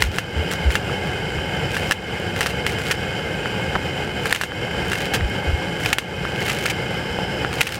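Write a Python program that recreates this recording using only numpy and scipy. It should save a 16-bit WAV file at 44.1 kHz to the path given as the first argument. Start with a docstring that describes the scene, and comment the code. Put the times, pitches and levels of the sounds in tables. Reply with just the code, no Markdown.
"""Snipping green onion into a boiling pot

Outdoors, a camping gas burner roars under a pot where bubbles pop and foam fizzes and spits.
Kitchen scissors crunch through a thick green onion: its layers snap and the steel blades clack.
Air bumps the microphone, and a thin whistle swells in the stove's hiss near the end.
The camera's gain control turns everything down briefly after the loudest clacks."""
import sys
import numpy as np
from scipy import signal
from scipy.fft import rfft, irfft, next_fast_len
from scipy.io import wavfile
from scipy.ndimage import minimum_filter1d, map_coordinates

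SR = 44100
rng = np.random.default_rng(int(sys.argv[2]) if len(sys.argv) > 2 else 0)


def inscribe(sig):
    """Save sig as 16-bit PCM at rate SR to the path in sys.argv[1].

    A 1-D sig is mono; a 2-D sig holds one channel per row.
    Samples are clipped to [-1, 1] before scaling.
    """
    pcm = np.round(np.clip(np.atleast_2d(sig).T, -1, 1) * 32767)
    wavfile.write(sys.argv[1], SR, pcm.astype(np.int16))


N = 343539

# the flame's broad roar: (frequency [Hz], relative level [dB])
ROAR_SPECTRUM = [(22, -49), (45, -10.5), (65, -1), (100, 0.5), (185, 0.5), (240, -10), (520, -12.5),
                 (1000, -20.5), (3100, -17.5), (3500, -26.5), (5000, -31.5), (6300, -35), (8000, -35.5),
                 (11000, -42.5), (15500, -51.5)]
# pitches at which burner and pot ring: (frequency [Hz], width [Hz], relative level [dB])
STOVE_RESONANCES = [(360, 170, -7), (489, 141, -4), (731, 36, -6.5), (836.5, 108, -6.5), (1432, 206, -14.5),
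                    (1596, 146, -6), (2077, 27, -6.5), (2163, 52, -4), (2504, 36, -7.5), (2805, 26, -10),
                    (3040, 102, -6), (3190, 120, -23), (3980, 220, -29), (4673, 90, -21.5),
                    (4920, 105, -20.5), (5280, 50, -20), (5580, 61, -24.5), (6010, 75, -29),
                    (7120, 71, -26), (7540, 84, -26), (8100, 250, -35.5), (8870, 250, -35),
                    (10470, 130, -37), (11930, 200, -35.5), (12700, 300, -45), (14150, 250, -42)]
# big bubbles bursting: (time [s], peak level [dB], pitch [Hz])
BUBBLE_POPS = [(.897, -12.5, 1400), (3.458, -8.5, 1570), (3.754, -4.5, 1460), (3.7579, -5, 1450),
               (3.7629, -5, 800), (4.52, -9, 1590), (5.209, -11, 1910), (6.252, -7.5, 1400),
               (7.188, -8, 710), (7.448, -5, 1530)]
# strokes of the blades through the onion: (start [s], end [s], level at full pressure [dB])
CUT_STROKES = [(0, 0.064, -24), (0.104, 0.185, -32.5), (0.508, .532, -24), (0.684, 0.766, -33),
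               (1.68, 1.93, -35.5), (2.341, 2.51, -33.5), (2.652, 2.727, -33.5), (2.76, 2.95, -34.5),
               (4.21, 4.42, -33), (4.831, 5.064, -35), (5.78, 5.925, -31.5), (6.338, 6.708, -33),
               (6.455, 6.524, -30.5), (7.505, 7.612, -33), (7.59, 7.755, -26.5)]
# tone of tearing fibres, also used for the foam: (frequency [Hz], relative level [dB])
CRUNCH_SPECTRUM = [(400, -25), (1000, 1), (1600, 11), (2800, 8.5), (3800, 4), (6000, 0), (8500, -2.5),
                   (12000, -8), (15500, -11)]
# blades knocking together: (time [s], peak level [dB], pitch [Hz], grinding time [s])
BLADE_CLACKS = [(0.0219, 0.5, 1790, 0.0034), (0.1852, 0.5, 1810, 0.00052), (0.7541, -2.5, 1740, 0.0032),
                (1.754, -14.5, 2120, 0.0011), (1.767, -5, 1880, 0.00083), (1.911, 1, 1820, 0.0013),
                (1.9198, 1, 1720, 0.007), (2.408, -3.5, 1650, 0.0013), (2.414, -4.5, 1760, 0.0011),
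                (2.4612, -4, 1700, 0.0014), (2.466, -9.5, 1680, 0.0072), (2.6654, -4.5, 1940, 0.0017),
                (2.911, -5.5, 1710, 0.015), (4.2567, -10, 1730, 0.0017), (4.3263, 2.5, 1790, .0016),
                (4.3483, 0, 2630, 0.00079), (4.3605, -2.5, 1860, 0.0026), (4.4126, 2, 1650, 0.00036),
                (4.4358, 0.5, 1700, 0.00079), (4.9172, -11, 1600, 0.00084), (4.9325, -5, 1620, 0.00069),
                (4.9554, -12, 2010, 0.0022), (5.1365, -8.5, 1650, 0.027), (5.86, -4, 2350, 0.0019),
                (5.9291, 0.5, 2350, 0.0058), (5.9844, 2.5, 2230, 0.0023), (6.6566, -8.5, 1650, 0.0048),
                (6.699, -9, 2480, 0.016), (7.529, -12.5, 1510, 0.0023), (7.6088, -1, 2660, 0.0021),
                (7.613, 3, 2354, 0.004), (7.669, -5.5, 2400, 0.0079)]
# steel rubbing on steel: (frequency [Hz], relative level [dB])
GRIT_SPECTRUM = [(250, -12), (500, -11.5), (950, -12), (1600, -5.5), (2750, 5.5), (3700, -2.5), (6000, -5),
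                 (9000, -9.5), (13000, -14), (16000, -20.5)]
# ringing tones of the blades: (frequency [Hz], relative level [dB], time to fade by 60 dB [s])
BLADE_TONES = [(1415, -20.5, .08), (1728, -15.5, .05), (2120, -17, .04), (2770, -16, .055),
               (3300, -24, .025), (3950, -21, .022), (5800, -34, .03), (8250, -38, .035), (12520, -42, .03)]
# air pushing on the microphone: (middle time [s], half length [s], peak level [dB])
AIR_BUMPS = [(0.066, 0.042, -12.5), (.391, 0.024, -14), (.681, 0.025, -8.5), (1.381, .031, -21),
             (5.242, 0.029, -15), (5.491, 0.019, -15), (5.541, 0.012, -11.5)]
# droplets spitting from the foam: (time [s], level [dB])
DROPLET_SPITS = [(.44, -27), (1.073, -23), (1.568, -28), (2.2, -20.5), (5.3, -19)]


def amp(db):
    """Turn decibels into a gain."""
    return 10 ** (np.asarray(db) / 20)


def unit(x):
    """Scale a signal to an average (rms) level of 1."""
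    return x / np.sqrt(np.mean(x ** 2) + 1e-20)


def along(points, hz):
    """Read between (frequency, value) points on a logarithmic frequency axis."""
    frequencies, values = np.transpose(points)
    return np.interp(np.log(hz + 1), np.log(frequencies + 1), values)


def filtered(x, response):
    """Scale each frequency in x by the gain that response gives for it."""
    size = next_fast_len(2 * len(x))
    hz = np.fft.rfftfreq(size, 1 / SR)
    return irfft(rfft(x, size) * response(hz), size)[:len(x)]


def coloured(x, spectrum):
    """Shape the tone of x with a spectrum table, at an average level of 1."""
    return unit(filtered(x, lambda hz: amp(along(spectrum, hz))))


def wobble(rate):
    """A smooth curve through `rate` random points a second."""
    points = rng.standard_normal(int(N * rate / SR) + 4)
    return map_coordinates(points, [np.arange(N) * rate / SR])


def grains(rate, spread_db):
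    """Clicks of random size at random times, about `rate` a second."""
    clicks = (rng.random(N) < rate / SR) * rng.choice([-1, 1], N)
    return clicks * amp(spread_db * np.clip(rng.standard_normal(N), -2, 2))


def ring(t, hz, cycles):
    """A tone that fades to about a third in the given number of cycles."""
    return np.sin(2 * np.pi * hz * t) * np.exp(-t * hz / cycles)


def add(track, start_s, sound):
    """Mix a sound into the track at the given time."""
    part = track[max(round(start_s * SR), 0):][:len(sound)]
    part += sound[:len(part)]


def stove_colour(hz):
    """The stove's gain at each frequency: a broad roar plus the resonances of burner and pot."""
    power = amp(along(ROAR_SPECTRUM, hz)) ** 2
    for centre, width, db in STOVE_RESONANCES:
        power += amp(db) ** 2 / (1 + ((hz - centre) / (0.7 * width)) ** 2) ** 2
    return np.sqrt(power)


def burner(level_db=-24.5, flutter_db=0.82, sputter_db=-9):
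    """A swirling flame flutters and sputters, ringing in the space under the pot."""
    flame = rng.standard_normal(N) * amp(flutter_db * wobble(rate=22))
    sputter = amp(sputter_db) * unit(grains(rate=150, spread_db=3.5))
    return amp(level_db) * unit(filtered(flame + sputter, stove_colour))


def boiling(simmer_db=-23, fizz_db=-55, pop_fade_s=0.00083, opening_s=0.00004, small_bubbles=70):
    """Big bubbles burst with dull pops, small ones burst at random, and the foam fizzes."""
    t = np.arange(SR // 25) / SR
    opening = 1 - np.exp(-t / opening_s)  # a wet film gives way softly
    water = np.zeros(N)
    for start, db, hz in BUBBLE_POPS:
        pop = opening * ring(t, hz, cycles=pop_fade_s * hz)
        add(water, start, amp(db) * pop / np.abs(pop).max())
    for when, size, pitch in rng.random((small_bubbles, 3)):
        pop = opening * ring(t, hz=600 * 3 ** pitch, cycles=1.4)
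        add(water, when * N / SR, amp(simmer_db + 4.2 * size) * pop)
    fizz = coloured(grains(rate=300, spread_db=10), CRUNCH_SPECTRUM)
    return water + amp(fizz_db) * fizz


def onion_crunch(scrape_db=-7, tick_s=0.00089, build_share=0.31, release_s=0.014):
    """Each stroke presses until fibres break in dense ticks, while the blades scrape each other."""
    t = np.arange(N) / SR
    pressure = np.zeros(N)
    for start, end, db in CUT_STROKES:
        build = np.clip((t - start) / (build_share * (end - start)), 0, 1)
        release = np.exp(-np.maximum(t - end, 0) / release_s)
        pressure += amp(db) * build * release
    tick_fade = np.exp(-t[:SR // 200] / tick_s)
    breaks = np.convolve(np.abs(grains(rate=380, spread_db=6)), tick_fade)[:N]
    fibres = unit(breaks * rng.standard_normal(N))
    scrape = amp(scrape_db) * rng.standard_normal(N)
    return pressure * coloured(fibres + scrape, CRUNCH_SPECTRUM)


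def blade_hit(peak_db, hz, grind_s, swell_share=0.28, rattle_db=-13, rattle_s=0.01,
              knock_db=-1, chatter_db=-14.5, steel_db=-5,
              grit_db=-14, grit_rise_s=0.0002, echo_db=-32, echo_s=0.024):
    """A knock muffled by hand and onion, with grinding edges, ringing steel and a faint echo."""
    t = np.arange(SR // 12) / SR
    knock = amp(knock_db) * ring(t, hz, cycles=1.26)
    swell = np.exp(-((t / grind_s - swell_share) / (1 - swell_share)) ** 2)
    grinding = swell + amp(rattle_db) * np.exp(-t / rattle_s)
    # chattering edges keep the knock's pitch ringing
    resonance = ring(t[:SR // 100], hz, cycles=2)
    chatter = np.convolve(grinding * rng.standard_normal(len(t)), resonance)[:len(t)]
    chatter *= amp(chatter_db) * np.linalg.norm(grinding) / np.linalg.norm(chatter)
    # bright grit sets in as the edges start to slide
    onset = 1 - np.exp(-t / grit_rise_s)
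    echo = amp(echo_db) * np.exp(-t / echo_s)
    grit_noise = coloured(rng.standard_normal(len(t)), GRIT_SPECTRUM)
    grit = onset * (amp(grit_db) * grinding + echo) * grit_noise
    # the crossing point moves along the blades, so each hit rings them a little differently
    steel = np.zeros(len(t))
    for tone_hz, db, fade_s in BLADE_TONES:
        fade = amp(db + rng.normal(0, 3.4) - 60 * t / fade_s)
        detuned_hz = tone_hz * rng.normal(1, 0.0034)
        steel += fade * np.sin(2 * np.pi * detuned_hz * t + rng.uniform(0, 2 * np.pi))
    hit = knock + chatter + grit + amp(steel_db) * steel
    return amp(peak_db) * hit / np.abs(hit).max()


def blade_clacks():
    """The blades knock together as they break through, close and open again."""
    blades = np.zeros(N)
    for start, db, hz, grind_s in BLADE_CLACKS:
        add(blades, start, blade_hit(db, hz, grind_s))
    return blades


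def layer_snaps(peak_db=-16, scatter_db=6, pitch_hz=2210, pitch_scatter=0.12, gap_s=0.033):
    """The onion's layers give way one after another and jolt the blades."""
    layers = np.zeros(N)
    for start, end, _ in CUT_STROKES:
        chance = rng.uniform(-1.2, 1, size=(12, 3))
        for when, (shift, size, pitch) in zip(np.arange(start + gap_s, end, gap_s), chance):
            hz = pitch_hz * np.exp(pitch_scatter * pitch)
            snap = blade_hit(peak_db + scatter_db * size, hz, grind_s=0.00065)
            add(layers, when + shift * gap_s / 2, snap)
    return layers


def air_bumps(pitch_hz=71, wander_radians=0.91):
    """Soft pushes of air on the microphone set off a few low, uneven swings."""
    t = np.arange(N) / SR
    drift = wander_radians * wobble(rate=50)
    bumps = np.zeros(N)
    for middle, half_length, db in AIR_BUMPS:
        push = amp(db) * np.exp(-((t - middle) / half_length) ** 2)
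        bumps += push * np.cos(2 * np.pi * pitch_hz * (t - middle) + drift)
    return bumps


def droplet_spits(pitch_hz=10000):
    """Droplets spit from the foam with tiny bright ticks at scattered pitches."""
    t = np.arange(SR // 100) / SR
    drops = np.zeros(N)
    for start, db in DROPLET_SPITS:
        add(drops, start, amp(db) * ring(t, pitch_hz * rng.uniform(0.75, 1.5), cycles=0.82))
    return drops


def stove_whistle(level_db=-48, pitch_hz=5080, half_width_hz=170, loudest_s=7.3, swell_s=0.78):
    """A narrow band of the stove's hiss slowly swells and eases."""
    t = np.arange(N) / SR
    swell = np.exp(-((t - loudest_s) / swell_s) ** 2)
    band = filtered(rng.standard_normal(N), lambda hz: 1 / (1 + ((hz - pitch_hz) / half_width_hz) ** 2))
    return amp(level_db) * swell * unit(band)


def scene():
    """Stove, pot and scissors, all close to one microphone."""
    cooking = burner() + stove_whistle() + boiling() + droplet_spits()
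    return (cooking + onion_crunch() + air_bumps() + blade_clacks() + layer_snaps())[None]


def gain_control(x, threshold_db=-5, hold_s=0.05, release_db_per_s=38, attack_s=0.0043):
    """Peaks over the threshold pull the volume down; it stays there a moment, then creeps back."""
    excess_db = np.maximum(20 * np.log10(np.abs(x) + 1e-9) - threshold_db, 0)
    hold_samples = 2 * int(hold_s * SR / 2) + 1
    held_db = -minimum_filter1d(-excess_db, hold_samples, origin=hold_samples // 2, mode="constant")
    ramp_db = release_db_per_s * np.arange(N) / SR
    cut_db = np.maximum.accumulate(held_db + ramp_db) - ramp_db  # each cut shrinks at a steady rate
    smoothing = np.exp(-1 / (attack_s * SR))
    smooth_cut_db = signal.lfilter([1 - smoothing], [1, -smoothing], cut_db)
    return x * amp(-smooth_cut_db)


def record(dry, top_hz=15850):
    """The camera turns loud moments down, flattens peaks at full scale and drops the highest treble."""
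    limited = np.clip(gain_control(dry[0]), -1, 1)
    return filtered(limited, lambda hz: hz < top_hz)[None]


dry = scene()
out = record(dry)
inscribe(out)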